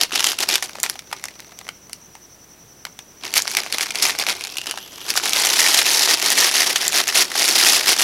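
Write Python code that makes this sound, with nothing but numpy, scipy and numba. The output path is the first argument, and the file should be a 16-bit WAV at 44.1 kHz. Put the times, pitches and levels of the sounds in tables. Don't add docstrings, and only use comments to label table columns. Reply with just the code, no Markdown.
import sys
import numpy as np
from scipy import signal
from scipy.fft import rfft, irfft, next_fast_len
from scipy.io import wavfile
from scipy.ndimage import uniform_filter1d
from numba import njit

SR = 44100
rng = np.random.default_rng(int(sys.argv[2]) if len(sys.argv) > 2 else 0)


def wrap_up_sound(samples):
    columns = np.atleast_2d(samples).T
    tamed = np.clip(columns, -1, 1)
    steps = np.round(tamed * 32767).astype(np.int16)
    wavfile.write(sys.argv[1], SR, steps)


N = 354123

# [t/s, level/dB (rms if spread over 5 ms), f/Hz of the ring, decay/s]
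DISTINCT_SNAPS = [(0.0126, -9, 3300, 0.00072), (0.034, -11, 4400, 0.0012), (0.1568, -11.5, 2450, 0.0044),
                  (0.2052, -13.5, 2890, 0.0015), (0.2426, -9, 3000, 0.0017), (0.2703, -14, 3126, 0.0011),
                  (.318, -18, 3280, 0.00081), (0.5556, -9.5, 3360, 0.0029), (0.3878, -17.5, 2970, .0019),
                  (0.4048, -17.5, 3480, 0.0005), (0.4888, -13, 2540, 0.0018), (0.6252, -17.5, 1860, 0.0022),
                  (0.7543, -28, 905, 0.0015), (.801, -26, 6970, 0.00052), (0.8318, -12, 7900, 0.00046),
                  (0.8369, -16.5, 1950, 0.0026), (0.898, -16, 5600, 0.0007), (.992, -27.5, 3020, 0.0018),
                  (1.1278, -18.5, 1150, 0.0036), (1.24, -22.5, 2180, 0.00076), (1.255, -25.5, 2200, 0.0016),
                  (1.284, -30, 2020, 0.0018), (1.403, -33, 4260, 0.001), (1.5204, -37.5, 744, 0.0045),
                  (1.5891, -31, 3120, 0.0015), (1.6128, -35, 1130, 0.0024), (1.6898, -23, 1400, 0.00061),
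                  (1.8963, -37.5, 1290, .0007), (1.9314, -24.5, 4800, 0.0011), (2.153, -35, 880, 0.001),
                  (2.8521, -23, 1510, 0.0014), (2.8674, -33, 980, .003), (2.9904, -29.5, 2570, 0.00082),
                  (3.2523, -25.5, 2500, 0.001), (3.3395, -14.5, 4530, 0.00062),
                  (3.3789, -9.5, 4420, 0.0013), (3.4211, -17, 7200, 0.00033), (3.478, -16.5, 3300, 0.00044),
                  (3.55, -17.5, 2420, 0.0014), (3.5696, -10, 3630, 0.0011), (3.7253, -15.5, 3730, .0017),
                  (3.784, -16, 2560, 0.00072), (3.8093, -18.5, 2220, 0.0012), (3.83, -19, 2490, 0.002),
                  (3.9065, -19.5, 2360, 0.0032), (3.9561, -18, 3520, 0.00091), (4.0253, -8, 5400, 0.0066),
                  (4.0528, -12.5, 2580, .0019), (4.188, -17.5, 5200, 0.0015),
                  (4.2667, -17.5, 2260, 0.00067), (4.439, -22.5, 4010, .0006), (4.5698, -22, 2900, 0.0014),
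                  (4.584, -20, 2850, 0.0001), (4.615, -26, 2830, .0025), (4.6692, -21.5, 2830, .0028),
                  (4.7113, -18.5, 2870, 0.00055), (4.7751, -23, 1370, 0.0033),
                  (5.1033, -13.5, 5300, 0.0024), (5.1748, -11.5, 2170, 0.0025), (5.2556, -20, 7050, .0005),
                  (5.2944, -17, 6540, 0.00083), (5.333, -11.5, 3250, 0.0017), (5.4503, -14.5, 3360, 0.0019),
                  (5.5927, -10, 2880, 0.0075), (5.7439, -8.5, 3220, 0.0048), (5.789, -9, 2700, 0.0094),
                  (6.7594, -10, 3100, 0.0074), (6.88, -10, 7750, 0.0014), (7.0794, -15.5, 6340, .001)]
# [f/Hz, level/dB]
CREASE_SPECTRUM = [(40, -52), (110, -33), (215, -19), (364, -20), (520, -2.5), (740, 2.5), (1070, -2),
                   (1900, -1), (3200, -3.5), (5600, 1), (8300, -3.5), (10200, -2), (13300, -4.5),
                   (16000, -22)]


def snaps():
    lead, size = 512, 2048
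    broad_q, ring_q, ring, overtones = 0.46, 7, 0.99, 0.44
    rise = 0.17
    crack, flutter_db, flutter_s = 2, -21, 0.011
    low_cut = 0.15
    out = np.zeros(N + 2 * size)
    t = (np.arange(size) - lead) / SR
    for s, db, hz, decay_s in DISTINCT_SNAPS + random_creases():
        burst = np.exp(-np.maximum(t, -t / rise) / max(decay_s, 1e-4))
        flutter = undb(flutter_db) * (t > 0) * np.exp(-np.abs(t) / flutter_s)
        slips = rng.standard_normal(size) * (burst + flutter) + crack * (t == 0)
        modes = hz * 2 ** rng.uniform(-0.94, 1.89, size=3)

        def response(f):
            patch = 1 + ring * resonance(f, hz, ring_q)
            patch = patch + overtones * sum(resonance(f, mode, 2 * ring_q) for mode in modes)
            baffle = f / (f - 1j * low_cut * hz)
            return shape(CREASE_SPECTRUM, f) * resonance(f, hz, broad_q) * patch * baffle

        snap = filtered(slips, response)
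        snap *= np.sqrt(SR / 200 / np.sum(snap ** 2))
        start = max(int(s * SR), 0)
        out[start:start + size] += undb(db) * snap
    return out[lead:lead + N]


def random_creases():
    count, crowding = 130, .025
    over_db, stand_out = -1, 0.41
    ring_hz, sag_octaves_per_db, scatter_octaves = 3700, 0.05, 0.48
    typical_decay_s = 0.00061
    level_db, _ = handling()
    t = np.arange(N) / SR
    gliding = (t > SLIDE_SPAN[0]) & (t < SLIDE_SPAN[1])
    strain = np.cumsum((level_db > STILL_DB) * ~gliding * np.exp(crowding * level_db))
    at = np.searchsorted(strain, strain[-1] * rng.random(count))
    slack_db = HARD_DB - level_db[at]
    pitch, length = rng.standard_normal((count, 2)).T
    db = level_db[at] + over_db + stand_out * slack_db
    hz = ring_hz * 2 ** (scatter_octaves * pitch - sag_octaves_per_db * slack_db)
    return list(zip(at / SR, db, hz, typical_decay_s * np.exp(.5 * length)))


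# [f/Hz, level/dB]
FILM_SPECTRUM = [(40, -56), (130, -25.5), (230, -15.5), (364, -6), (550, -10), (750, -5), (1070, -6.5),
                 (1900, -3.5), (3200, -1), (5600, 3.5), (8300, -5.5), (10200, -2.5), (13300, -9.5),
                 (16000, -21.5)]


def rustle():
    gain_db, rate, crowding = -1, 1100, .07
    spread_db, patch_db = 3.5, 4.5
    grain_s, treble_hz = 0.0012, 4500
    rub, drift_db = 0.19, 0.58
    body_db, body_hz, flap = -1, 500, 0.43
    level_db, lift_db = handling()
    slack_db = HARD_DB - level_db
    moving = level_db > STILL_DB
    at = np.flatnonzero(rng.random(N) < moving * rate * np.exp(-crowding * slack_db) / SR)
    size_db = spread_db * rng.standard_normal(len(at))
    centres = np.linspace(200 ** (1 / 3), 14000 ** (1 / 3), 15) ** 3
    film_rms = np.sqrt(np.mean(shape(FILM_SPECTRUM, np.linspace(0, SR / 2, 2000)) ** 2))
    out = np.zeros(N)
    for k, hz in enumerate(centres):
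        buckles = np.zeros(N)
        buckles[at] = undb(size_db + patch_db * rng.standard_normal(len(at))) ** 2
        energy = decay(buckles, grain_s * (treble_hz / hz) ** 0.68)
        energy = energy / (np.abs(uniform_filter1d(energy, size=1800)) + 1e-6) + rub
        treble = hz ** 2 / (hz ** 2 + treble_hz ** 2)
        body = body_hz ** 2 / (hz ** 2 + body_hz ** 2)
        colour_db = (lift_db - 5.5) * (treble - .5) + body * (body_db + flap * slack_db)
        force_db = level_db + colour_db + drift_db * walk(22)
        force = rng.standard_normal(N) * np.sqrt(energy) * undb(force_db)

        def band(f):
            share = np.interp(np.log(f + 1), np.log(centres), np.arange(len(centres)) == k)
            return shape(FILM_SPECTRUM, f) * np.sqrt(share)

        out += filtered(force, band)
    return out * undb(gain_db) / film_rms


HARD_DB, STILL_DB = -11, -56
LIMP_DULLING = 0.14
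STROKE_ATTACK_S, STROKE_RELEASE_S = .011, 0.018
TYPICAL_STROKE_S, EASE = .04, .3
# [t/s, length/s, level/dB of the rustle, treble lift from tension/dB]
HAND_STROKES = [(.01, .025, -22, -6.5), (0.137, .07, -23.5, -6), (0.244, .06, -20, 0),
                (.41, .02, -20, -4.5), (0.497, 0.055, -19, -3), (.63, .02, -27.5, 4), (0.837, .02, -29, -2),
                (.895, .02, -37, 1), (3.24, .025, -30.5, -11), (3.357, .022, -15.5, 3),
                (3.498, .03, -26, 5), (3.572, .028, -24, -6), (3.739, .012, -23, -4), (3.809, .022, -21, 0),
                (3.967, .03, -25.5, -3), (4.031, .06, -18, -1.5), (4.2, .015, -19, -4),
                (4.286, .025, -18.5, -6.5), (4.674, .025, -30.5, -8), (5.085, .02, -22, 0),
                (5.166, .01, -17, 4.5), (5.24, .05, -22, -1), (5.344, .2, -19, 1), (5.578, .22, -16, 2),
                (5.859, .19, -16.5, 2.5), (6.09, .045, -14, -2.5), (6.235, .09, -16.5, 1),
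                (6.373, .1, -13.5, -0.5), (6.542, .085, -17, 1), (6.665, .04, -19, -1),
                (6.808, .06, -22, -2), (6.943, .06, -15.5, -2), (7.086, .012, -18, -3),
                (7.153, .065, -13, 1.5), (7.379, .14, -17.5, 2.5), (7.553, .21, -14.5, 2),
                (7.881, .035, -12, 2.5), (7.996, .04, -15.5, 4)]
# [t/s, level/dB of the rustle]
GRIP_CREEP = [(.09, -50), (.35, -40), (.65, -42.5), (.95, -44.5), (1.05, -55), (1.16, -43), (1.4, -51),
              (1.65, -52), (1.8, -60), (3.19, -58), (3.26, -35.5), (4.4, -33.5), (4.88, -42.5), (5.06, -35),
              (5.45, -22), (6.2, -24.5), (6.7, -24), (7.28, -34), (7.36, -23.5), (8.03, -23)]


def handling():
    t = np.arange(0, N / SR + .001, .001)
    creep_db = np.interp(t, *np.transpose(GRIP_CREEP))
    power = undb(creep_db) ** 2
    weighted_lift = power * LIMP_DULLING * (creep_db - HARD_DB)
    for start, length, db, lift_db in HAND_STROKES:
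        before = np.maximum(start - t, 0) / STROKE_ATTACK_S
        after = np.maximum(t - start - length, 0) / STROKE_RELEASE_S
        slowness = (length / TYPICAL_STROKE_S) ** EASE
        work = (undb(db) * np.exp(-(before + after) / slowness)) ** 2
        power = power + work
        weighted_lift = weighted_lift + work * lift_db
    curves = (10 * np.log10(power), weighted_lift / power)
    return [np.interp(np.arange(N) / SR, t, curve) for curve in curves]


# [f/Hz, half-width/Hz at 6 dB down, level/dB]
SLIDE_BANDS = [(3170, 370, -45.5), (11350, 220, -53), (12150, 200, -53)]
# [start t/s, end t/s]
SLIDE_SPAN = (4.79, 5.08)


def slide():
    fade_s = 0.0092
    t = np.arange(N) / SR
    start, end = SLIDE_SPAN
    gate = np.clip(np.minimum(t - start, end - t) / fade_s, 0, 1)
    hiss = np.zeros(N)
    for hz, width, db in SLIDE_BANDS:
        noise = rng.standard_normal(N)
        hiss += undb(db) * unit(filtered(noise, lambda f: resonance(f, hz, hz / width / 2) ** 2))
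    return hiss * gate * undb(2 * walk(24))


# [t/s, f/Hz of its resonance, strength 0-1]
AIR_POCKET = [(.3, 2800, 0.44), (.8, 1950, 0.15), (2.9, 2170, 0.7), (3.3, 2130, 0.4), (4.35, 2100, 0.48),
              (4.55, 2650, 1), (4.95, 2880, 0.2), (5.25, 2260, 0.27), (5.6, 1830, 0.32), (6.2, 1820, 0.34),
              (7, 1720, 0.3), (7.4, 1850, 0.14)]


def pocket(x):
    damping, ring, hollow = .13, 1.4, 0.17
    s, *columns = np.transpose(AIR_POCKET)
    hz, strength = (np.interp(np.arange(N) / SR, s, c) for c in columns)
    band, high = moving_resonance(x, hz, damping)
    return (x + strength * (ring * band + hollow * high)) / (1 + 2 * hollow * strength)


@njit
def moving_resonance(x, hz, damping):
    band, high = np.empty(len(x)), np.empty(len(x))
    b, l = 0., 0.
    for i in range(len(x)):
        g = np.tan(np.pi * hz[i] / SR)
        v = (b + g * (x[i] + 1e-18 - l)) / (1 + g * (g + damping))
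        low = l + g * v
        b, l = 2 * v - b, 2 * low - l
        band[i], high[i] = damping * v, x[i] - damping * v - low
    return band, high


def whine():
    throb_hz, crest_s, throb_db = 10.394, .981, 4.5
    unsteady = 0.034
    level_db, top_hz, dip_hz, wander_hz = -53, 6080, 740, 150
    sweeps, rough_db = 82, 2
    tone_hz, tone_db, chirp_db = 5975, -7, 7
    t = np.arange(N) / SR
    turn = throb_hz * (t - crest_s) + unsteady * walk(6.5)
    sag = np.cumsum(sweeps * np.exp(.3 * walk(60))) / SR % 1
    hz = top_hz - dip_hz * sag ** 2 + wander_hz * walk(900)
    sweep = np.sin(2 * np.pi * np.cumsum(hz) / SR)
    squeal = unit(filtered(sweep, lambda f: resonance(f, 6030, 2.5) ** 2))
    tone_phase = 2 * np.pi * np.cumsum(tone_hz + 15 * walk(40)) / SR
    tone = undb(tone_db) * np.sqrt(2) * np.sin(tone_phase)
    chirp = np.exp(-((turn % 1 - .24) / 0.032) ** 2)
    squeal = squeal * undb(chirp_db * chirp + rough_db * walk(250))
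    return (squeal + tone) * undb(level_db + throb_db * np.cos(2 * np.pi * turn))


def kitchen(x):
    early_db, early_s, late_db, late_t60 = -18, 0.017, -21, 0.32
    boom_db, boom_t60, boom_hz = -14, 0.08, 320
    gap_s, dull_hz = 0.0085, 8000
    t = np.arange(SR // 2) / SR

    def tail(db, tau):
        noise = rng.standard_normal(len(t)) * (t > gap_s) * np.exp(-t / tau)
        return undb(db) * unit(noise) / np.sqrt(len(t))

    echoes = tail(early_db, early_s) + tail(late_db, late_t60 / np.log(1000))
    echoes = filtered(echoes, lambda f: 1 / (1 + 1j * f / dull_hz))
    boom = filtered(tail(boom_db, boom_t60 / np.log(1000)), lambda f: resonance(f, boom_hz, 0.42))
    return x + signal.fftconvolve(x, echoes + boom)[:N]


# [f/Hz, level/dB]
ROOM_SPECTRUM = [(20, -10), (55, -26), (90, -1.5), (150, 0), (330, -3), (700, -8), (1500, -12), (4000, -17),
                 (10000, -19), (16000, -19)]


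def room_noise():
    air_db, hum_hz, hum_db = -49.5, 60, -64.5
    air = unit(filtered(rng.standard_normal(N), lambda f: shape(ROOM_SPECTRUM, f)))
    hum = np.sqrt(2) * np.sin(2 * np.pi * hum_hz * np.arange(N) / SR)
    return undb(air_db) * air + undb(hum_db) * hum


def undb(db):
    return 10 ** (np.asarray(db) / 20)


def unit(x):
    return x / np.sqrt(np.mean(x ** 2) + 1e-20)


def shape(points, hz):
    f, db = np.transpose(points)
    return undb(np.interp(np.log(hz + 1), np.log(f), db))


def resonance(hz, centre_hz, q):
    r = (hz + 1) / centre_hz
    return 1 / (1 + 1j * q * (r - 1 / r))


def filtered(x, response):
    size = next_fast_len(len(x) + 1024)
    hz = np.arange(size // 2 + 1) * SR / size
    return irfft(rfft(x, size) * response(hz), size)[:len(x)]


def walk(rate):
    knots = rng.standard_normal(int(N / SR * rate) + 2)
    return np.sqrt(3 / 2) * np.interp(np.arange(N) / SR * rate, np.arange(len(knots)), knots)


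def decay(x, seconds):
    return signal.lfilter([1], [1, -np.exp(-1 / (seconds * SR))], x)


def scene():
    bag = pocket(snaps() + rustle()) + slide()
    return (kitchen(bag + whine()) + room_noise())[None]


def record(dry):
    top_hz = 15900
    limited = dry / (1 + dry ** 4) ** (1 / 4)
    return signal.sosfilt(signal.ellip(10, .2, 70, top_hz, fs=SR, output="sos"), limited)


dry = scene()
out = record(dry)
wrap_up_sound(out)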